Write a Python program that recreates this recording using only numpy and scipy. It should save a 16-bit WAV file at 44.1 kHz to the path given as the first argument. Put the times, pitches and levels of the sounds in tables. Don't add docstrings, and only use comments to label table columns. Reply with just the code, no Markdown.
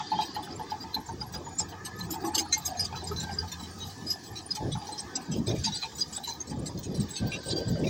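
import sys
import numpy as np
from scipy import signal
from scipy.fft import rfft, irfft
from scipy.io import wavfile
from scipy.ndimage import uniform_filter1d

SR = 44100
rng = np.random.default_rng(int(sys.argv[2]) if len(sys.argv) > 2 else 0)


def file_out(sig):
    cols = np.atleast_2d(sig).T
    lim = np.clip(cols, -1, 1)
    pcm = np.round(lim * 32767).astype(np.int16)
    wavfile.write(sys.argv[1], SR, pcm)


N = 347949


def gain_of(db):
    return 10 ** (np.asarray(db) / 20)


def unit_rms(x):
    return x / np.sqrt(np.mean(x ** 2) + 1e-20)


def curves(rows, t):
    time_s, *columns = np.transpose(rows)
    return [np.interp(t, time_s, column) for column in columns]


def add(mix, start_s, sound):
    part = mix[max(round(start_s * SR), 0):][:len(sound)]
    part += sound[:len(part)]


def wander(size, width_hz):
    pole, settle = np.exp(-np.pi * width_hz / SR), 2000
    white = rng.standard_normal((size + settle, 2)) @ [1, 1j]
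    return signal.lfilter([1], np.poly([pole, pole]), white)[settle:] * (1 - pole) ** 1.5 * np.sqrt(2)


def tone(hz, size, width_hz, rough):
    carrier = np.exp(2j * np.pi * (np.cumsum(hz * np.ones(size)) / SR + rng.random()))
    return (carrier * (np.sqrt(1 - rough) + np.sqrt(rough) * wander(size, width_hz))).real


def envelope(t, hold_s, rise_s, t60_s):
    attack = np.sin(np.pi / 2 * np.clip(t / max(rise_s, 0.002), 0, 1)) ** 2
    return attack * gain_of(-60 * np.maximum(t - rise_s - hold_s, 0) / t60_s)


def noise(magnitude, size, patchy_db):
    hop = size // 4
    frames, hz = N // hop + 5, np.fft.rfftfreq(size, 1 / SR)
    real, imag, patches = rng.standard_normal((frames, len(hz), 3)).T
    patches = unit_rms(uniform_filter1d(uniform_filter1d(patches, size=3, axis=0), size=10, axis=1))
    mottle = gain_of(patchy_db * np.minimum(patches, 2))
    spectra = (real + 1j * imag) * mottle * magnitude(hz[:, None] + 1, np.arange(frames) * hop / SR)
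    return signal.istft(spectra, nperseg=size, noverlap=size - hop)[1][:N]


def coloured(spectrum, patchy_db, size=1024):
    freq_hz, density_db = np.transpose(spectrum)
    def magnitude(hz, t):
        return gain_of(np.interp(np.log(hz), np.log(freq_hz), density_db))
    return unit_rms(noise(magnitude, size, patchy_db))


def scraped(source, start_s, mode_hz, mode_db, width_hz, size):
    detune = 2 * (np.fft.rfftfreq(size, 1 / SR) - mode_hz[:, None]) / width_hz[:, None]
    response = np.sum(gain_of(mode_db)[:, None] / (1 + detune ** 2), axis=0)
    force = np.resize(source[round(start_s * SR):], size)
    return unit_rms(irfft(rfft(force) * response, size))


def thump_spectrum(hz, thump_hz, rasp_db):
    thump = 1 / (1 + (3.26 * np.log(hz / thump_hz)) ** 2) / (1 + (hz / 350) ** 4.1)
    push = 1 / (1 + (hz / 85) ** 21) / (1 + (55 / hz) ** 4.9)
    rasp = 1 / (1 + (250 / hz) ** 15) / (1 + (hz / 560) ** 4.38)
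    bands = ((thump, 0), (push, -15), (rasp, rasp_db))
    return sum(gain_of(db) * band / np.linalg.norm(band) for band, db in bands)


# crest_s, hold_s, level_db, thump_hz, rasp_db
LOW_THUMPS = [(0.145, 0.051, -38.5, 175, -9), (0.51, .08, -48.5, 115, 2), (0.975, 0.028, -38, 198, -10),
              (1.1, .2, -40, 116, -23), (1.366, .05, -34, 146, -6), (1.617, 0.011, -38.5, 170, -4),
              (1.996, 0.075, -33.5, 133, -34), (2.244, 0.08, -37.5, 222, -22), (2.5, 0.32, -50, 121, -18),
              (2.93, 0.031, -43, 123, -4), (3.11, .05, -38, 117, -13), (3.195, 0.049, -35, 150, -12.5),
              (4.324, .04, -41, 123, -20), (4.622, 0.065, -25.5, 128, -7), (4.706, 0.063, -29, 130, -29),
              (5.21, 0.051, -47, 190, -6), (5.301, .07, -28.5, 159, -11.5), (5.362, 0.054, -22, 208, -14.5),
              (5.492, 0.05, -23, 115, -5), (5.585, .03, -28, 121, -35), (5.644, .07, -30, 173, -48),
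              (5.982, 0.025, -41, 166, -5), (6.08, 0.042, -41.5, 161, -27),
              (6.501, 0.047, -30.5, 173, -12.5), (6.585, 0.056, -30, 138, -7), (6.694, 0.028, -35, 135, -4),
              (6.763, 0.025, -29.5, 161, -8), (6.877, 0.087, -28, 145, -8.5), (7.0, 0.04, -21, 149, -22),
              (7.229, 0.042, -21, 135, -11), (7.29, 0.06, -38.5, 140, 0), (7.36, 0.033, -37.5, 170, -1),
              (7.481, 0.14, -30, 131, 0), (7.678, 0.055, -22.5, 146, -11.5), (7.805, 0.068, -22, 144, -7.5)]
def breeze_and_thumps(rise_s=0.033, fall_db_per_s=356):
    def magnitude(hz, t):
        lumps = unit_rms(uniform_filter1d(rng.standard_normal(len(t)), size=9))
        power = (gain_of(-54.5 + 3 * lumps) * thump_spectrum(hz, thump_hz=162, rasp_db=-6)) ** 2
        for crest_s, hold_s, level_db, thump_hz, rasp_db in LOW_THUMPS:
            swell = envelope(t - crest_s + rise_s, hold_s, rise_s, t60_s=60 / fall_db_per_s)
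            power += (gain_of(level_db - 5) * swell * thump_spectrum(hz, thump_hz, rasp_db)) ** 2
        return np.sqrt(power)
    return noise(magnitude, size=1024, patchy_db=3)


# freq_hz, density_db
HISS_SPECTRUM = [(2940, -40), (5000, -20), (5220, 0.5), (6600, -4.5), (8060, -12.5), (10700, -23.5),
                 (11500, -25), (13600, -20), (15100, -17), (16000, -12)]
# time_s, level_db
HISS_LEVEL = [(0.0, -77), (0.7, -64.5), (2.17, -66.5), (3.87, -59), (4.5, -65.5), (4.96, -60),
              (5.32, -67.5), (5.65, -60.5), (6.0, -60.5), (6.31, -61), (6.48, -69), (6.77, -64.5),
              (7.12, -67), (7.54, -71), (7.89, -61)]
def hiss(t):
    level_db, = curves(HISS_LEVEL, t)
    return gain_of(level_db + 5) * coloured(HISS_SPECTRUM, patchy_db=1.5, size=512)


# time_s, pitch_hz, level_db
TURBO = [(3.2, 7700, -73), (3.45, 8150, -70), (3.7, 9000, -69), (3.95, 9750, -68), (4.3, 9980, -69),
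         (4.7, 9600, -70), (5.2, 8800, -73)]
def turbo(t, fade_s=0.089):
    pitch_hz, level_db = curves(TURBO, t)
    fade = np.clip(np.minimum(t - TURBO[0][0], TURBO[-1][0] - t) / fade_s, 0, 1)
    return gain_of(level_db + 1.5) * fade * tone(pitch_hz, N, width_hz=200, rough=1)


# time_s, firing_hz, level_db, rough_fraction
FIRING = [(0, 84.5, -57, 0.8), (1.2, 87, -52.5, 0.93), (2.0, 87.64, -49.5, 0.6), (2.9, 86.8, -44.5, 0.76),
          (3.2, 84, -41.5, 0.5), (3.6, 87.5, -43, 0.5), (4.0, 95.8, -51.5, 0.6), (4.4, 97, -53.5, 0.8),
          (5.0, 91.6, -65, 0.5), (5.9, 77.74, -56, 0.91), (7.89, 78.8, -57, 0.6)]
# freq_hz, density_db
ROAR_SPECTRUM = [(18, -44), (30, -26), (81, 1), (190, 1.5), (373, 0), (467, -4), (584, -24), (717, -4),
                 (802, -2), (1140, -10), (1260, -7), (1380, -26.5), (1690, -8.5), (2120, -21.5),
                 (2600, -19.5), (3380, -76), (5720, -120)]
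# time_s, roar_db, grind_db
EFFORT = [(0.0, -46, -40.5), (0.5, -45, -47), (1.16, -47.5, -52.5), (2.09, -46, -54), (2.26, -43, -53),
          (2.52, -47, -48), (3.07, -44.5, -48), (3.91, -48.5, -49), (4.44, -48.5, -51.5),
          (4.81, -48.5, -46.5), (5.1, -45, -48), (5.43, -49, -54), (5.67, -52.5, -39), (6.04, -50, -49.5),
          (6.79, -51, -53.5), (7.12, -50, -45.5), (7.67, -51.5, -45), (7.89, -52, -47.5)]
def diesel(t):
    firing_hz, level_db, rough = curves(FIRING, t)
    roar_db, _ = curves(EFFORT, t)
    hum = sum(gain_of(db) * tone(harmonic * firing_hz, N, width_hz=22, rough=rough)
              for harmonic, db in ((1, 3), (2, -8)))
    throb = 1 + 0.038 * np.cos(2 * np.pi * np.cumsum(firing_hz) / SR)
    roar = gain_of(roar_db + 0.5) * throb * coloured(ROAR_SPECTRUM, patchy_db=5.5)
    return gain_of(level_db) * hum + roar


# freq_hz, density_db
GRIND_SPECTRUM = [(880, -74), (1500, 4), (1740, 6), (2100, -3), (2770, -5), (3010, 4.5), (3580, 6),
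                  (3980, 6.5), (4450, 7), (4830, 12.5), (5210, 4), (6620, -0.5), (9000, -18.5),
                  (11700, -46), (19800, -120)]
def grind(t):
    _, grind_db = curves(EFFORT, t)
    return gain_of(grind_db - 5) * coloured(GRIND_SPECTRUM, patchy_db=5)


# start_s, end_s, pitch_hz, level_db
SQUEALS = [(0.0, 0.29, 1770, -55), (0.1, 0.272, 3150, -46.5), (0.07, 0.315, 4310, -47.5),
           (0.0, 0.297, 4600, -55), (0.065, 0.3, 5640, -66), (0.0, 0.253, 3580, -53),
           (1.416, 1.69, 6900, -48), (1.749, 2.325, 6770, -59.5), (1.788, 2.093, 1740, -47.5),
           (1.919, 2.103, 1250, -52.5), (2.403, 2.537, 4350, -49), (3.145, 3.46, 1578, -46.5),
           (3.739, 3.903, 6360, -67), (3.9, 4.288, 1747, -53), (5.048, 5.325, 1530, -54),
           (5.591, 5.913, 1456, -60), (7.082, 7.92, 1560, -51), (7.439, 7.838, 4720, -47.5)]
def bearing_squeals():
    out = np.zeros(N)
    for start_s, end_s, pitch_hz, level_db in SQUEALS:
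        size = round((end_s - start_s) * SR)
        squeal = tone(pitch_hz, size, width_hz=55, rough=0.46)
        add(out, start_s, gain_of(level_db) * squeal * signal.windows.tukey(size, 0.4))
    return out


# time_s, level_db, pitch_hz
CHIRPS = [(.345, -40.5, 10200), (0.5591, -38, 7360), (.597, -47, 11600), (.627, -40, 9300),
          (1.0, -51, 9270), (1.062, -34.5, 7260), (1.235, -60, 9200), (1.285, -56, 9300), (1.49, -51, 9160),
          (1.5871, -13, 7380), (1.8519, -24.5, 8230), (2.1076, -29.5, 7070), (2.3526, -24, 7400),
          (2.38, -27, 7330), (2.5321, -22, 7130), (2.583, -30, 7530), (2.651, -28, 7350),
          (2.8045, -29.5, 8700), (2.847, -33, 8710), (3.043, -29, 8210), (3.2031, -24, 7240),
          (3.3403, -32, 7350), (3.5197, -30, 7000), (4.1106, -39, 7600), (4.464, -29.5, 9220),
          (4.7212, -37, 8180), (4.923, -31, 8070), (4.998, -26.5, 8230), (5.1577, -23.5, 7630),
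          (5.318, -34, 7540), (5.4667, -31.5, 8050), (5.639, -23.5, 7220), (5.994, -28, 8020),
          (6.1235, -33, 7800), (6.1626, -21.5, 7800), (6.2726, -39, 7100), (6.4732, -42, 7690),
          (6.665, -36, 7480), (6.79, -36, 15550), (6.92, -53, 11400), (7, -30.5, 8200), (7.095, -43, 10300),
          (7.1096, -34.5, 7840), (7.457, -35, 8120), (7.4829, -29, 8280), (7.6829, -29.5, 7770)]
def pin_chirps(ticks_per_s=12):
    out, t = np.zeros(N), np.arange(3000) / SR
    ticks = [(when * N / SR, -51 + 8 * force, np.interp(pitch ** 2, (0, 1), (7000, 11890)))
             for when, force, pitch in rng.random((round(ticks_per_s * N / SR), 3))]
    slip = envelope(t, hold_s=0.0054, rise_s=0.0075, t60_s=0.035)
    for time_s, level_db, pitch_hz in CHIRPS + ticks:
        ring = tone(pitch_hz, len(t), width_hz=130, rough=0.64)
        add(out, time_s - 0.005, gain_of(level_db - 7) * slip * ring)
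    return out


# time_s, level_db, pitch_hz, hold_s
FRAME_KNOCKS = [(0.002, -28.5, 856, 0.009), (0.119, -22, 863, 0.023), (0.189, -23.5, 859, 0.03),
                (0.365, -25.5, 849, 0.025), (0.476, -37, 814, 0.011), (0.596, -30, 884, 0.022),
                (0.719, -29, 856, 0.019), (0.835, -38, 900, 0.022), (0.966, -26.5, 879, 0.0074),
                (1.09, -32.5, 902, 0.015), (1.215, -39, 854, 0.017), (1.344, -42, 868, 0.017),
                (1.465, -34, 913, 0.011), (1.6, -31, 864, 0.0081), (1.727, -37, 863, 0.01),
                (1.865, -42, 1038, 0.03), (1.995, -37.5, 917, 0.014), (2.135, -29, 890, 0.027),
                (2.24, -30.5, 838, 0.066), (2.336, -31.5, 885, 0.026), (2.406, -31, 830, 0.027),
                (2.455, -45, 940, 0.015), (2.565, -34.5, 854, 0.024), (2.68, -33, 738, 0.048),
                (2.752, -33.5, 707, 0.012), (2.825, -40.5, 706, 0.015), (2.927, -30, 875, 0.018),
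                (3.014, -40, 746, 0.026), (3.231, -38, 849, 0.037), (3.295, -35, 799, 0.02),
                (3.428, -34.5, 861, 0.017), (4.157, -46, 708, 0.015), (4.57, -35, 866, 0.05),
                (4.753, -31.5, 875, 0.025), (4.814, -40, 830, 0.037), (4.889, -36, 846, 0.047),
                (5.173, -40, 773, 0.017), (5.501, -30, 617, 0.022), (5.666, -31.5, 886, 0.016),
                (5.828, -34.5, 888, 0.027), (5.92, -44, 904, 0.019), (6.178, -38.5, 790, 0.037),
                (6.275, -38, 931, 0.03), (6.511, -39, 851, 0.034), (6.688, -40, 967, 0.014),
                (7.221, -39, 770, 0.027), (7.756, -32, 591, 0.034), (7.838, -34.5, 654, 0.017)]
# time_s, level_db, pitch_hz, hold_s
LOW_RINGS = [(.355, -39, 1850, 0.0062), (1.341, -35.5, 1625, 0.0082), (2.095, -30, 330, 0.038),
             (2.242, -28, 336, 0.041), (2.249, -36.5, 1100, 0.028), (2.369, -28, 332, 0.03),
             (2.415, -34, 310, 0.018), (2.526, -24.5, 2130, 0.01), (2.949, -41, 1290, 0.02),
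             (3.104, -33, 414, 0.016), (3.115, -35, 1278, 0.016), (3.517, -40, 2510, 0.0071),
             (5.556, -47, 2340, .011), (5.831, -38, 2430, 0.004), (7.164, -42, 2610, 0.018),
             (7.871, -35, 2420, .018)]
def knocks(rows, grit, rise_s, t60_s, width_hz, rough):
    out, t = np.zeros(N), np.arange(6500) / SR
    clack_ratios, clack_db = np.array([1.45, 1.95, 2.6, 3.6]), [2.5, -5, -17.5, -2]
    for time_s, level_db, pitch_hz, hold_s in rows:
        ring = sum(gain_of(db) * tone(ratio * pitch_hz, len(t), width_hz, rough)
                   for ratio, db in ((1, 4), (0.85, -8.5), (1.18, -14.5)))
        ring *= gain_of(level_db - 7) * envelope(t, hold_s, rise_s, t60_s)
        clack = scraped(grit, time_s, pitch_hz * clack_ratios, clack_db,
                        width_hz=np.full(4, 1.2 * pitch_hz), size=len(t))
        clack *= gain_of(-40 + 0.3 * level_db) * envelope(t, 0.01, 0.0013, t60_s=0.092)
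        add(out, time_s - 0.003, ring + clack)
    return out


def rattles(rate_per_s=4):
    return [(when * N / SR, -34 - 4 * soft, 3600 + 1400 * low, -12,
             5600 + 2600 * high, -20, 15200, -24, 0.016)
            for when, soft, low, high in rng.random((round(rate_per_s * N / SR), 4))]


# pitch_hz, width_hz, level_db
SHOE_MODES = [(1702, 28.4, -44), (1800, 40, -22), (2420, 26, 9), (3100, 220, 10.5), (4040, 106, 18.5),
              (4910, 110, 13.5), (5600, 55, 6), (6310, 100, 12.5), (6480, 56, 5), (7520, 55, 7),
              (8060, 42, 12.5), (9020, 110, -67), (8980, 69, -24), (8700, 14, -26), (10080, 27, -9),
              (10610, 14, -57.5), (9950, 8.1, -49), (11200, 73, -11), (11520, 66, -1.5), (11800, 55, -14),
              (14000, 42, -51), (15000, 290, 3), (14400, 300, -35)]
def shoe_crunch(grit, time_s, ring_hz, ring_db, size):
    pitch_hz, width_hz, level_db = np.transpose(SHOE_MODES)
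    mode_hz = pitch_hz * (1 + 0.02 * rng.standard_normal(len(pitch_hz)))
    mode_db = 0.71 * level_db + 0.87 * np.interp(mode_hz, ring_hz, ring_db)
    mode_db += 4 * np.clip(rng.standard_normal(len(mode_hz)), -2, 1.5)
    damped_width_hz = 1.5 * width_hz + 260
    return gain_of(-6) * scraped(grit, time_s / 2, mode_hz, mode_db, damped_width_hz, size)


# time_s, level_db, low_hz, low_db, high_hz, high_db, top_hz, top_db, scrape_s
CLANKS = [(0.0662, -37.5, 4720, 3.5, 5470, -29, 14800, -46, 0.011),
          (0.107, -38, 4370, 1, 5850, -29, 15100, -32, 0.017),
          (0.176, -32.5, 3240, -3.5, 5700, -13, 11800, -40, 0.02),
          (0.21, -20, 4790, -15, 5670, -37, 15300, -45, 0.0091),
          (0.263, -41, 4740, -4, 5430, -26, 14600, -32, 0.011),
          (0.348, -28.5, 4340, -13, 5500, -33, 11400, -25, 0.0075),
          (0.4306, -41, 3520, 4.5, 5680, -33, 11800, -10, 0.01),
          (0.508, -34.5, 4920, -15, 6450, -29, 9300, -34, 0.012),
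          (0.702, -28.5, 4940, -6, 5660, -16, 15100, -24, 0.0096),
          (0.8056, -36, 4780, 1.5, 5530, -27, 14500, -22, 0.019),
          (0.9431, -24, 4050, 6, 6440, -21, 12700, -19, 0.0047),
          (1.0605, -41.5, 5300, -16, 7370, -3, 15200, -29, 0.011),
          (1.083, -42, 4180, -16, 6230, -5, 9880, -35, 0.014),
          (1.2066, -34, 4890, 0, 5560, -16, 9410, -28, 0.016),
          (1.325, -35, 4120, -23, 8060, -23, 15600, -18, 0.014),
          (1.338, -28.5, 4820, -8.5, 6590, -17, 10100, -38, 0.015),
          (1.591, -18, 5400, -12.5, 7560, -6.5, 9380, -38, 0.011),
          (1.851, -25.5, 5030, -21, 8230, -23, 11600, -22, 0.01),
          (1.9886, -34.5, 4220, -8, 6220, -6, 11800, -8, 0.0091),
          (2.008, -30.5, 4100, 4, 6620, -18, 11700, -40, 0.0065),
          (2.1068, -23, 5340, -13.5, 7080, -12, 11800, -10.5, 0.022),
          (2.249, -28, 4800, -19, 5900, -11, 11900, -17, 0.019),
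          (2.3483, -13, 4620, -15, 6300, -11, 11500, -19, 0.0063),
          (2.381, -11.5, 4790, -26, 6340, -12.5, 9870, -26, 0.011),
          (2.5256, -12, 4090, -16, 6375, -6.5, 11100, -34, 0.013),
          (2.579, -33.5, 3840, -30, 7300, -2, 11900, 3, 0.0053),
          (2.6549, -19.5, 3740, -24, 6520, -1.5, 14200, -19, 0.013),
          (2.7693, -37, 4130, -2, 6440, 0.5, 11200, -23, 0.019),
          (2.7945, -19.5, 5000, 3, 5710, -11, 11300, -26, 0.014),
          (2.8413, -21.5, 5060, -4, 6300, -15, 15000, -35, 0.012),
          (2.958, -33, 4000, -2, 6240, -11, 10700, -35, 0.033),
          (3.038, -34, 4820, -20, 8130, -22, 11100, -31, 0.012),
          (3.0709, -27.5, 4940, -8.5, 7270, -9, 11800, -23, 0.011),
          (3.1168, -38, 4920, -9, 6420, -22, 11500, -8, 0.016),
          (3.163, -26, 4030, -1, 5760, -16, 15300, -32, 0.021),
          (3.2031, -27, 3790, -5, 7260, -9, 15600, -28, 0.0082),
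          (3.228, -27.5, 3950, -5, 7380, -14, 11300, -19, 0.0073),
          (3.3126, -36.5, 4910, 0, 5340, -8, 11200, -16, 0.017),
          (3.387, -33, 4850, 7.5, 5780, -24, 9780, -24, 0.018),
          (3.5185, -30, 3600, -5, 5640, -13, 11900, -17, 0.011),
          (3.597, -34, 3960, -2, 6570, -20, 15200, -24, 0.011),
          (3.634, -34.5, 3940, -4.5, 5500, -13, 15600, -24, 0.011),
          (3.803, -37, 3830, 6, 6270, -2.5, 15200, -34, 0.033),
          (3.86, -38.5, 3780, -8, 6410, -10, 11900, -11, 0.014),
          (3.898, -37, 4450, -5, 5370, -18, 9700, -17, 0.012),
          (4.0673, -28.5, 5000, 1, 5610, -19, 9810, -22, 0.033),
          (4.102, -22.5, 5060, 4, 5850, -7, 11600, -15, 0.015),
          (4.357, -24.5, 3920, -10.5, 5660, -18.5, 15100, -42, 0.019),
          (4.5084, -22.5, 5000, 5, 6400, -17.5, 10100, -31, 0.0094),
          (4.5516, -21, 4930, -22, 6010, -12, 15000, -35, 0.0081),
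          (4.7192, -28.5, 3420, -1.5, 5960, -9.5, 9550, -28, 0.014),
          (4.8703, -32, 4930, -18, 6120, -17, 10100, -27, 0.02),
          (4.922, -34.5, 4100, 1, 7940, -17, 11800, -27, 0.014),
          (4.9803, -26.5, 5110, -5, 5576, 0.5, 11700, -37, 0.014),
          (5.1564, -20.5, 4970, -15, 5980, -8.5, 9520, -44, 0.0083),
          (5.316, -27.5, 2710, -24, 6000, -10, 9430, -32, 0.02),
          (5.471, -23, 3600, -12, 6190, -16, 9340, -30.5, 0.026),
          (5.5822, -31.5, 3690, -13, 5800, -9, 9350, -23, 0.018),
          (5.6435, -16.5, 4670, -9, 6510, -15, 9340, -27, 0.023),
          (5.7225, -26, 3880, -4, 5760, -6, 15300, -44, 0.018),
          (5.744, -22, 4690, -5, 8900, -17, 12000, -39, 0.018),
          (5.8215, -22, 4150, -18, 6760, -28, 15100, -66, 0.02),
          (5.953, -34, 3880, -34, 7020, -6, 14900, -26, 0.017),
          (5.984, -25, 5030, -17, 5880, -5, 15400, -35, 0.015),
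          (6.0072, -28, 4890, 7, 6470, -2.5, 11700, -42, 0.012),
          (6.127, -28.5, 4960, -11, 7010, -10, 14500, -30, 0.027),
          (6.166, -30, 3800, -3, 7470, -11, 10100, -40, 0.011),
          (6.237, -24, 3980, -3, 7470, -21, 11700, -20, 0.014),
          (6.2743, -22, 4070, -4.5, 7100, -15, 15300, -35, 0.026),
          (6.4055, -27.5, 4720, -21, 6370, -0.5, 9810, -28, 0.0088),
          (6.472, -36, 4370, -13, 7870, -13, 14800, -32, 0.013),
          (6.499, -32, 4790, -17, 6000, -12, 14900, -29, 0.0077),
          (6.6593, -23, 4430, -13, 7600, -14, 10100, -27, 0.012),
          (6.8315, -27.5, 4060, -17, 5400, -22, 15600, -46, 0.012),
          (6.946, -32.5, 4720, -13, 5650, -15, 9350, -16, 0.017),
          (7.0, -31, 4500, -9, 8200, -20, 15600, -39, 0.0093),
          (7.107, -34, 3580, -20, 7860, 4, 15500, -20, 0.0085),
          (7.134, -35.5, 3770, -1.5, 7940, -0.5, 15600, -35, 0.019),
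          (7.1586, -19.5, 4450, -11, 7900, -25, 15600, -54, 0.014),
          (7.27, -38, 4540, -3, 5600, -6, 15600, -11, 0.014),
          (7.3183, -23.5, 2730, -7.5, 5830, -20, 10100, -32, 0.026),
          (7.46, -34.5, 4640, -7, 8250, -7, 15300, -37, 0.017),
          (7.485, -27.5, 3800, -6, 8140, -14, 15400, -42, 0.018),
          (7.5045, -17.5, 4800, -16, 6060, -31, 15700, -65, 0.011),
          (7.5623, -32, 4710, 3.5, 5620, -11, 15700, -52, 0.021),
          (7.6824, -36, 4850, -8, 7770, -18, 15400, -23, 0.014),
          (7.841, -36, 2660, -1.5, 5660, -8.5, 15500, -23, 0.014),
          (7.8695, -25.5, 3860, -12.5, 5640, -11, 15500, -41, 0.013)]
def shoe_clanks(grit):
    out, t = np.zeros(N), np.arange(6000) / SR
    for strike in CLANKS + rattles():
        time_s, level_db, low_hz, low_db, high_hz, high_db, top_hz, top_db, scrape_s = strike
        rise_s = 0.0065 + 0.15 * scrape_s
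        body_hz = rng.uniform(1251, 2524)
        ring_hz = np.array([body_hz, low_hz, high_hz, top_hz])
        ring_db = np.array([-30, low_db, high_db, top_db]) + 7.5
        delay_s = 0.057 * scrape_s * rng.random((4, 1))
        sines = np.sin(2 * np.pi * (ring_hz[:, None] * t + rng.random((4, 1))))
        sines *= envelope(t - delay_s, 0.8 * scrape_s, rise_s, t60_s=0.018)
        clean = np.sum(gain_of(ring_db - 4.5)[:, None] * sines, axis=0)
        width_hz = np.where(ring_hz > 13500, 900, 90)
        gritty = scraped(grit, time_s, ring_hz, ring_db, width_hz, len(t))
        gritty *= np.linalg.norm(gain_of(ring_db - 8.5))
        crunch = shoe_crunch(grit, time_s, ring_hz, ring_db, len(t))
        hit = clean + gritty * envelope(t, scrape_s, rise_s, t60_s=0.08)
        hit += crunch * envelope(t, 1.69 * scrape_s, 0.65 * rise_s, t60_s=0.078)
        slide = (crunch + 1.1 * gritty) * envelope(t, hold_s=0, rise_s=0.036, t60_s=0.011)
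        add(out, time_s - 0.022, gain_of(level_db - 21.5) * slide)
        add(out, time_s - 0.5 * rise_s, gain_of(level_db - 9) * hit)
    return out


def scene():
    t = np.arange(N) / SR
    grit = coloured([(100, 0), (20000, 0)], patchy_db=9.5, size=512)
    frame = knocks(FRAME_KNOCKS, grit, rise_s=0.0054, t60_s=0.13, width_hz=67, rough=0.77)
    low_rings = knocks(LOW_RINGS, grit, rise_s=0.004, t60_s=0.098, width_hz=33, rough=0.92)
    tracks = shoe_clanks(grit) + frame + low_rings + pin_chirps() + bearing_squeals()
    return (tracks + diesel(t) + turbo(t) + grind(t) + hiss(t) + breeze_and_thumps())[None]


def record(dry, low_hz=55, high_hz=15900):
    thin = signal.sosfilt(signal.butter(3, low_hz, "high", fs=SR, output="sos"), dry)
    lowpass = signal.firwin(511, high_hz, window=("kaiser", 9), fs=SR)
    return signal.oaconvolve(thin, lowpass[None], "same")


dry = scene()
out = record(dry)
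file_out(out)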